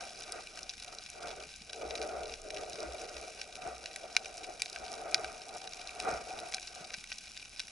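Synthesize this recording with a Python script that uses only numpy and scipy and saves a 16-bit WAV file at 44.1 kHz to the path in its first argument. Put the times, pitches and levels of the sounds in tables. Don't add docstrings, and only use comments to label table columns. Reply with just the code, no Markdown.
import sys
import numpy as np
from scipy import signal
from scipy.fft import rfft, irfft, next_fast_len
from scipy.io import wavfile
from scipy.ndimage import map_coordinates

SR = 44100
rng = np.random.default_rng(int(sys.argv[2]) if len(sys.argv) > 2 else 0)


def master(y):
    cut = np.clip(np.atleast_2d(y).T, -1, 1)
    pcm = np.round(cut * 32767)
    wavfile.write(sys.argv[1], SR, pcm.astype(np.int16))


N = 340011


def amp(db):
    return 10 ** (np.asarray(db) / 20)


def unit(x):
    return x / np.sqrt(np.mean(x ** 2) + 1e-20)


def along(points, hz):
    f, v = np.transpose(points)
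    return np.interp(np.log(hz + 1), np.log(f + 1), v)


def curve(rows):
    return np.interp(np.arange(N) / SR, *np.transpose(rows))


def wobble(rate):
    knots = rng.standard_normal(int(N * rate / SR) + 4)
    return map_coordinates(knots, [np.arange(N) * rate / SR])


def coloured(x, gain):
    n = x.shape[-1]
    m = 2 * next_fast_len(n // 2 + 4096)
    cepstrum = irfft(np.log(np.maximum(gain(np.fft.rfftfreq(m, 1 / SR)), 1e-6)))
    cepstrum[1:m // 2] *= 2
    cepstrum[m // 2 + 1:] = 0
    return irfft(rfft(x, m) * np.exp(rfft(cepstrum)), m)[..., :n]


def ports(pair, gain):
    # f/Hz, likeness [0-1]
    likeness = [(30, 0.93), (70, 1), (130, 0.23), (300, 0.59), (700, 0.78), (1200, 0.5), (2400, 0.8),
                (5000, 0.74), (10000, 0.87)]
    alike = lambda hz: np.clip(along(likeness, hz), 0, .995)
    mid = coloured(pair[0], lambda hz: gain(hz) * np.sqrt(1 + alike(hz)))
    side = coloured(pair[1], lambda hz: gain(hz) * np.sqrt(1 - alike(hz)))
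    return np.array([mid + side, mid - side])


def housing(hz):
    # f/Hz, width/Hz before narrowing, level/dB
    resonances = [(777, 72, -3.5), (1536, 92, 0.5), (1925, 50, -3), (2374, 178, 5), (2707, 450, 0),
                  (3400, 74, -2), (3920, 344, 1), (4820, 470, -1), (5435, 360, 0.5), (5680, 370, -1),
                  (6100, 380, -4), (6680, 790, -6.5), (7770, 1700, -14), (10050, 1300, -13)]
    power = amp(-11.5) ** 2 * hz / (hz + 300)
    for centre, width, db in resonances:
        offset = (hz - centre) / (0.87 * width)
        power = power + amp(db) ** 2 / (1 + offset ** 2) ** 2.4
    return np.sqrt(power)


def crackle(rate, spread_db, smear_t60, smear, size=512):
    count = int(rate * N / SR)
    start = rng.integers(0, N, count)
    strength = amp(spread_db * np.minimum(rng.standard_normal(count), 1.4))
    decay = amp(-60 * np.arange(size) / SR / smear_t60)
    shape = smear * rng.standard_normal((2, count, size)) * decay
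    shape[0, :, 0] += 1
    where = (start[:, None] + np.arange(size)).ravel()
    return np.array([np.bincount(where, (strength[:, None] * one).ravel(), N + size)[:N] for one in shape])


def crevice(gain, rate, ripple_db, size=14):
    ripple = np.c_[np.geomspace(1500, 11000, size), ripple_db * rng.standard_normal(size)]
    snaps = crackle(rate, spread_db=7, smear_t60=0.022, smear=0.41)
    return unit(ports(snaps, lambda hz: gain(hz) * amp(along(ripple, hz))))


def colony(crevices=7):
    # t/s, level/dB
    colony_level = [(0.0, -53.5), (0.32, -54.5), (2.21, -56), (3.24, -53.5), (3.78, -56), (5.91, -54),
                    (6.05, -52), (7.71, -55.5)]
    dull = lambda hz: housing(hz) * amp(along([(1500, -1), (2700, 0.5), (5000, 0.0), (8000, -6)], hz))
    thin = lambda hz: housing(hz) * amp(along([(2500, -19.0), (5000, 3.0), (9000, 4.0)], hz))
    sizzle = unit(ports(crackle(rate=700, spread_db=1.5, smear_t60=0.027, smear=0.27), housing))
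    ticks = unit(sum(crevice(dull, rate=10, ripple_db=3) for _ in range(crevices)))
    prickle = unit(ports(crackle(rate=58, spread_db=7.5, smear_t60=0.0038, smear=0.32), thin))
    layers = amp(1.5) * sizzle + amp(0.5) * ticks + amp(-3.5) * prickle
    return amp(curve(colony_level) + 0.79 * wobble(17)) * layers


def hump(peak_s, length_s, db):
    roundness = 1.7
    t = np.arange(0, N, 64) / SR
    return curve(np.c_[t, amp(db) * np.exp(-np.abs(2 * (t - peak_s) / length_s) ** roundness)])


def flow():
    # peak t/s, length/s, gurgle level/dB, deep over bright gurgle/dB, froth over gurgle/dB
    sloshes = [(0.012, 0.18, -45.5, -17, -9.5), (0.19, 0.18, -53, 3, -6.5),
               (0.359, 0.16, -44.5, -2.5, -3.5), (0.595, 0.22, -51.5, -2, -7.5),
               (0.926, 0.17, -51.5, -1.5, -3.5), (1.266, 0.18, -40, -6, -9.5), (1.402, 0.13, -48, 7, -9),
               (1.845, 0.16, -38, 2, -15.5), (2.088, 0.43, -38.5, 1.5, -11.5), (2.248, 0.11, -41, 2, -16),
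               (2.464, 0.052, -43, 16, -15), (2.596, 0.25, -40, 3, -14.5), (2.833, 0.2, -39, 8, -12),
               (2.994, 0.47, -44, 3, -10), (3.24, 0.11, -46.3, 2, -10), (3.432, 0.29, -51.5, 0, -11.5),
               (3.666, 0.18, -40.5, -5.5, -8.5), (3.85, 0.21, -51.0, -2, -9.5),
               (4.052, 0.041, -44.5, 2, -12), (4.227, 0.66, -48.5, -4, -10.5),
               (4.489, 0.12, -44, -3.5, -12.5), (4.826, 0.092, -44.5, -13, -13),
               (4.964, 0.6, -46, -5.5, -10), (5.157, 0.51, -41.5, -3.5, -8), (5.536, 0.11, -41, -10.5, -12),
               (5.655, 0.082, -43.5, -9, -13), (5.884, 0.35, -49.5, -5, -6), (6.109, 0.19, -33.5, -6.5, -8),
               (6.385, 0.32, -40.5, -10.5, -10.5), (6.798, 0.19, -48.5, -5, -7), (6.93, 0.052, -52, -1, -6)]
    deep, bright, froth = amp([-72, -72, -71]) ** 2
    for peak_s, length_s, db, depth_db, froth_db in sloshes:
        power = hump(peak_s, length_s, db) ** 2
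        deep_share = 1 / (1 + amp(-depth_db) ** 2)
        deep = deep + power * deep_share
        bright = bright + power * (1 - deep_share)
        froth = froth + power * amp(froth_db) ** 2
    return np.sqrt([deep, bright, froth])


def bubbles(rate, centre_hz, cycles, spread_db, rise=0.094, size=1500):
    count = int(rate * N / SR)
    start = rng.integers(0, N, count)
    draw = np.clip(rng.standard_normal((count, 2)), -2, 2)
    turns = centre_hz * np.exp(0.456 * draw[:, :1]) * np.arange(size) / SR
    age = turns / cycles
    tone = np.sin(2 * np.pi * turns * (1 + rise * age))
    envelope = amp(-60 * age) * (1 - np.exp(-2 * turns))
    ring = amp(spread_db * draw[:, 1:]) * tone * envelope
    where = (start[:, None] + np.arange(size)).ravel()
    return unit(np.bincount(where, ring.ravel(), N + size)[:N])


def gurgle(spectrum, rate, centre_hz, wash):
    cloud = np.array([bubbles(rate, centre_hz, cycles=13.7, spread_db=2.0) for _ in range(2)])
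    turbulence = wash * rng.standard_normal((2, N))
    return unit(ports(cloud + turbulence, lambda hz: amp(along(spectrum, hz))))


def surge(deep_gain, bright_gain, froth_gain):
    # f/Hz, relative level/dB
    deep_colour = [(60, -25), (130, -30), (275, -18), (340, -5.5), (400, -4.5), (450, 3), (505, -6.5),
                   (600, 5), (670, 3), (800, -17.5), (1100, -48)]
    bright_colour = [(70, -34), (118, -18.5), (160, -23.5), (235, -16.5), (300, -23), (450, -16.5),
                     (600, -18), (690, -2.5), (745, 1.5), (785, -7), (840, -16), (905, -14.5),
                     (1020, -21.5), (1300, -50)]
    froth_colour = [(700, -33.5), (900, -2), (1040, -8.5), (1230, 7.5), (1320, 4), (1420, 7.5), (1570, 2.5),
                    (1720, -12), (1930, 1), (2080, -5), (2400, 4), (3000, -22), (6000, -26), (11000, -32)]
    deep = deep_gain * amp(-2.0) * gurgle(deep_colour, rate=390, centre_hz=479.7, wash=3.8)
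    bright = bright_gain * amp(-2.5) * gurgle(bright_colour, rate=400, centre_hz=726.6, wash=2.5)
    small = froth_gain * amp(-1.0) * gurgle(froth_colour, rate=650, centre_hz=1420, wash=2.86)
    flutter = amp(1.38 * wobble(45))
    return flutter * ((deep + bright) * amp([[.5], [-.5]]) + small * amp([[-.7], [.7]]))


def rumble(strength):
    # f/Hz, relative level/dB
    push_colour = [(10, -13.5), (38, -5.5), (52, -4), (63, 3.5), (78, -9.5), (98, -10), (118, -6.5),
                   (140, -9), (230, -8), (400, -18.5), (900, -59)]
    # peak t/s, length/s, level/dB
    heave = (2.45, 0.49, -55)
    shudder_colour = [(15, -42), (27, 1.5), (38, -20), (90, -70)]
    push = unit(ports(rng.standard_normal((2, N)), lambda hz: amp(along(push_colour, hz))))
    shudder = unit(coloured(rng.standard_normal(N), lambda hz: amp(along(shudder_colour, hz))))
    calm_db, drive_db, rest_db = -66, -53.5, -71
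    growth = 1.37
    drive = amp(drive_db) * (strength / strength.max()) ** growth
    return np.hypot(amp(calm_db), drive) * push + np.hypot(amp(rest_db), hump(*heave)) * shudder


def snap(low_db, high_db, rattle_t60=.013, size=2048, count=176):
    # f/Hz, level/dB
    close_colour = [(300, -13), (1100, -6), (1550, -0.5), (2300, 0), (2750, -1), (3400, 2), (3950, 3),
                    (5100, 1.5), (7200, -1.5)]
    t = np.arange(size) / SR
    blow = rng.standard_normal((2, size)) * amp(-60 * t / rattle_t60)
    blow[0, 0] += 5
    tilt = [(2000, low_db), (4200, 0.012), (6000, 0), (8000, high_db)]
    crack = ports(blow, lambda hz: housing(hz) * amp(along(close_colour, hz) + along(tilt, hz)))
    return crack / np.sqrt(np.mean(crack[:, :count] ** 2))


def near_shrimp():
    # t/s, level/dB, low-mid colour/dB, treble colour/dB
    cracks = [(0.3218, -32.5, -35, 6), (0.5741, -42.5, 4, -4), (0.631, -39.5, -26, -5),
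              (0.6942, -36, -8, -7), (0.6992, -39, -9, -16), (0.7998, -45, -18, 1),
              (0.9857, -40.5, -25, -10), (1.7319, -38.5, -0.5, -6), (1.9083, -38, 6, -18),
              (1.9541, -36, 2, -4), (2.0162, -37.5, 3, -4), (2.028, -40.5, -7, 3), (2.339, -38.5, -4, -9),
              (2.5045, -39, 7, -2), (2.5713, -40, 11, -5), (2.732, -40.5, -14, -2), (2.804, -41, -24, -2),
              (3.415, -35.5, 0, -5.5), (3.8586, -36.5, 7, -5), (3.9608, -35.5, 4, 5),
              (4.166, -19, 5.5, -2.5), (4.62, -25.5, 2.5, 7), (4.659, -38.5, 1, -2),
              (4.6988, -41.5, -15, 3), (4.7292, -41.5, -20, -2), (4.761, -37, 7, -6),
              (5.1447, -19.5, -0.5, -4), (5.245, -35, 14, 1), (5.675, -40, 4, -8), (5.7342, -40, 2, -2),
              (5.8733, -40, -19, -5), (6.001, -33, -2, 0), (6.5236, -40.5, 11, -1), (6.5389, -36, 5, -10),
              (6.5449, -29, -5.5, -2.5), (6.5828, -40.5, 16, -11), (6.9051, -42.5, 11, -14),
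              (6.9362, -43, 2, -10), (6.9408, -35.5, 4, -8), (6.9465, -43, 8, -10), (7.041, -42, 6, 3),
              (7.1185, -36, 8.5, -9), (7.1258, -39, 5, -19), (7.1848, -41, -14, 2), (7.3684, -44.5, 7, -5),
              (7.375, -40.5, -1, -5), (7.5954, -33.5, 1, -3), (7.602, -33.5, 1, -3)]
    echo_s, echo_db = 0.0086, -21.5
    scatter_t60, scatter_db = 0.066, -18.5
    out = np.zeros((2, N + SR))
    for s, db, low_db, high_db in cracks:
        for start, level_db in [(s, db), (s + echo_s, db + echo_db)]:
            crack = amp(level_db + 1.0) * snap(low_db, high_db)
            out[:, round(start * SR):][:, :crack.shape[1]] += crack
    t = np.arange(SR // 4) / SR
    scatter = rng.standard_normal(len(t)) * amp(-60 * t / scatter_t60)
    reef = signal.fftconvolve(out, scatter[None] / np.linalg.norm(scatter), axes=1)
    return out[:, :N] + amp(scatter_db) * reef[:, :N]


def swell(age):
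    return age ** 2 * np.exp(2 - 2 * age)


def thumps(hz=62, rise_s=0.041):
    # t/s, peak level/dB
    shoves = [(1.35, -54), (1.839, -44.5), (1.98, -48), (2.14, -47), (2.281, -49), (2.85, -42), (3.13, -46),
              (3.66, -47), (5.229, -47), (6.109, -44.5)]
    out, t = np.zeros(N + SR), np.arange(SR // 4) / SR
    for s, db in shoves:
        out[round(s * SR):][:len(t)] += amp(db - 5.0) * swell(t / rise_s) * np.sin(2 * np.pi * hz * t)
    return out[:N]


def gulps(rise_s=0.0058):
    # t/s, starting f/Hz, peak level/dB
    large_bubbles = [(1.465, 150, -52), (1.61, 195, -47.5), (2.736, 167, -49), (3.659, 144, -48),
                     (6.123, 125, -42), (6.806, 160, -46), (6.976, 161, -48)]
    out, t = np.zeros(N + SR), np.arange(SR // 4) / SR
    for s, hz, db in large_bubbles:
        tone = np.sin(2 * np.pi * hz * t * (1 + 3 * t))
        out[round(s * SR):][:len(t)] += amp(db - 4.5) * swell(t / rise_s) * tone
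    return out[:N]


def scene():
    deep, bright, froth = flow()
    low_end = rumble(np.hypot(deep, bright)) + thumps() + gulps()
    return (colony() + near_shrimp() + low_end) * amp([[.3], [-.3]]) + surge(deep, bright, froth)


def record(dry):
    # f/Hz, phase/rad
    left_lead = [(100, 0.049), (700, -0.17), (1100, -0.58), (2400, -0.048), (3900, 0.26), (6000, 0.45),
                 (10000, 0.069)]
    top_hz = 11100
    m = next_fast_len(N + SR // 2)
    hz = np.fft.rfftfreq(m, 1 / SR)
    step = np.exp(.5j * along(left_lead, hz) * np.array([[1], [-1]]))
    band_limit = 1 / np.sqrt(1 + (hz / top_hz) ** 200)
    return irfft(rfft(dry, m) * step * band_limit, m)[:, :N]


dry = scene()
out = record(dry)
master(out)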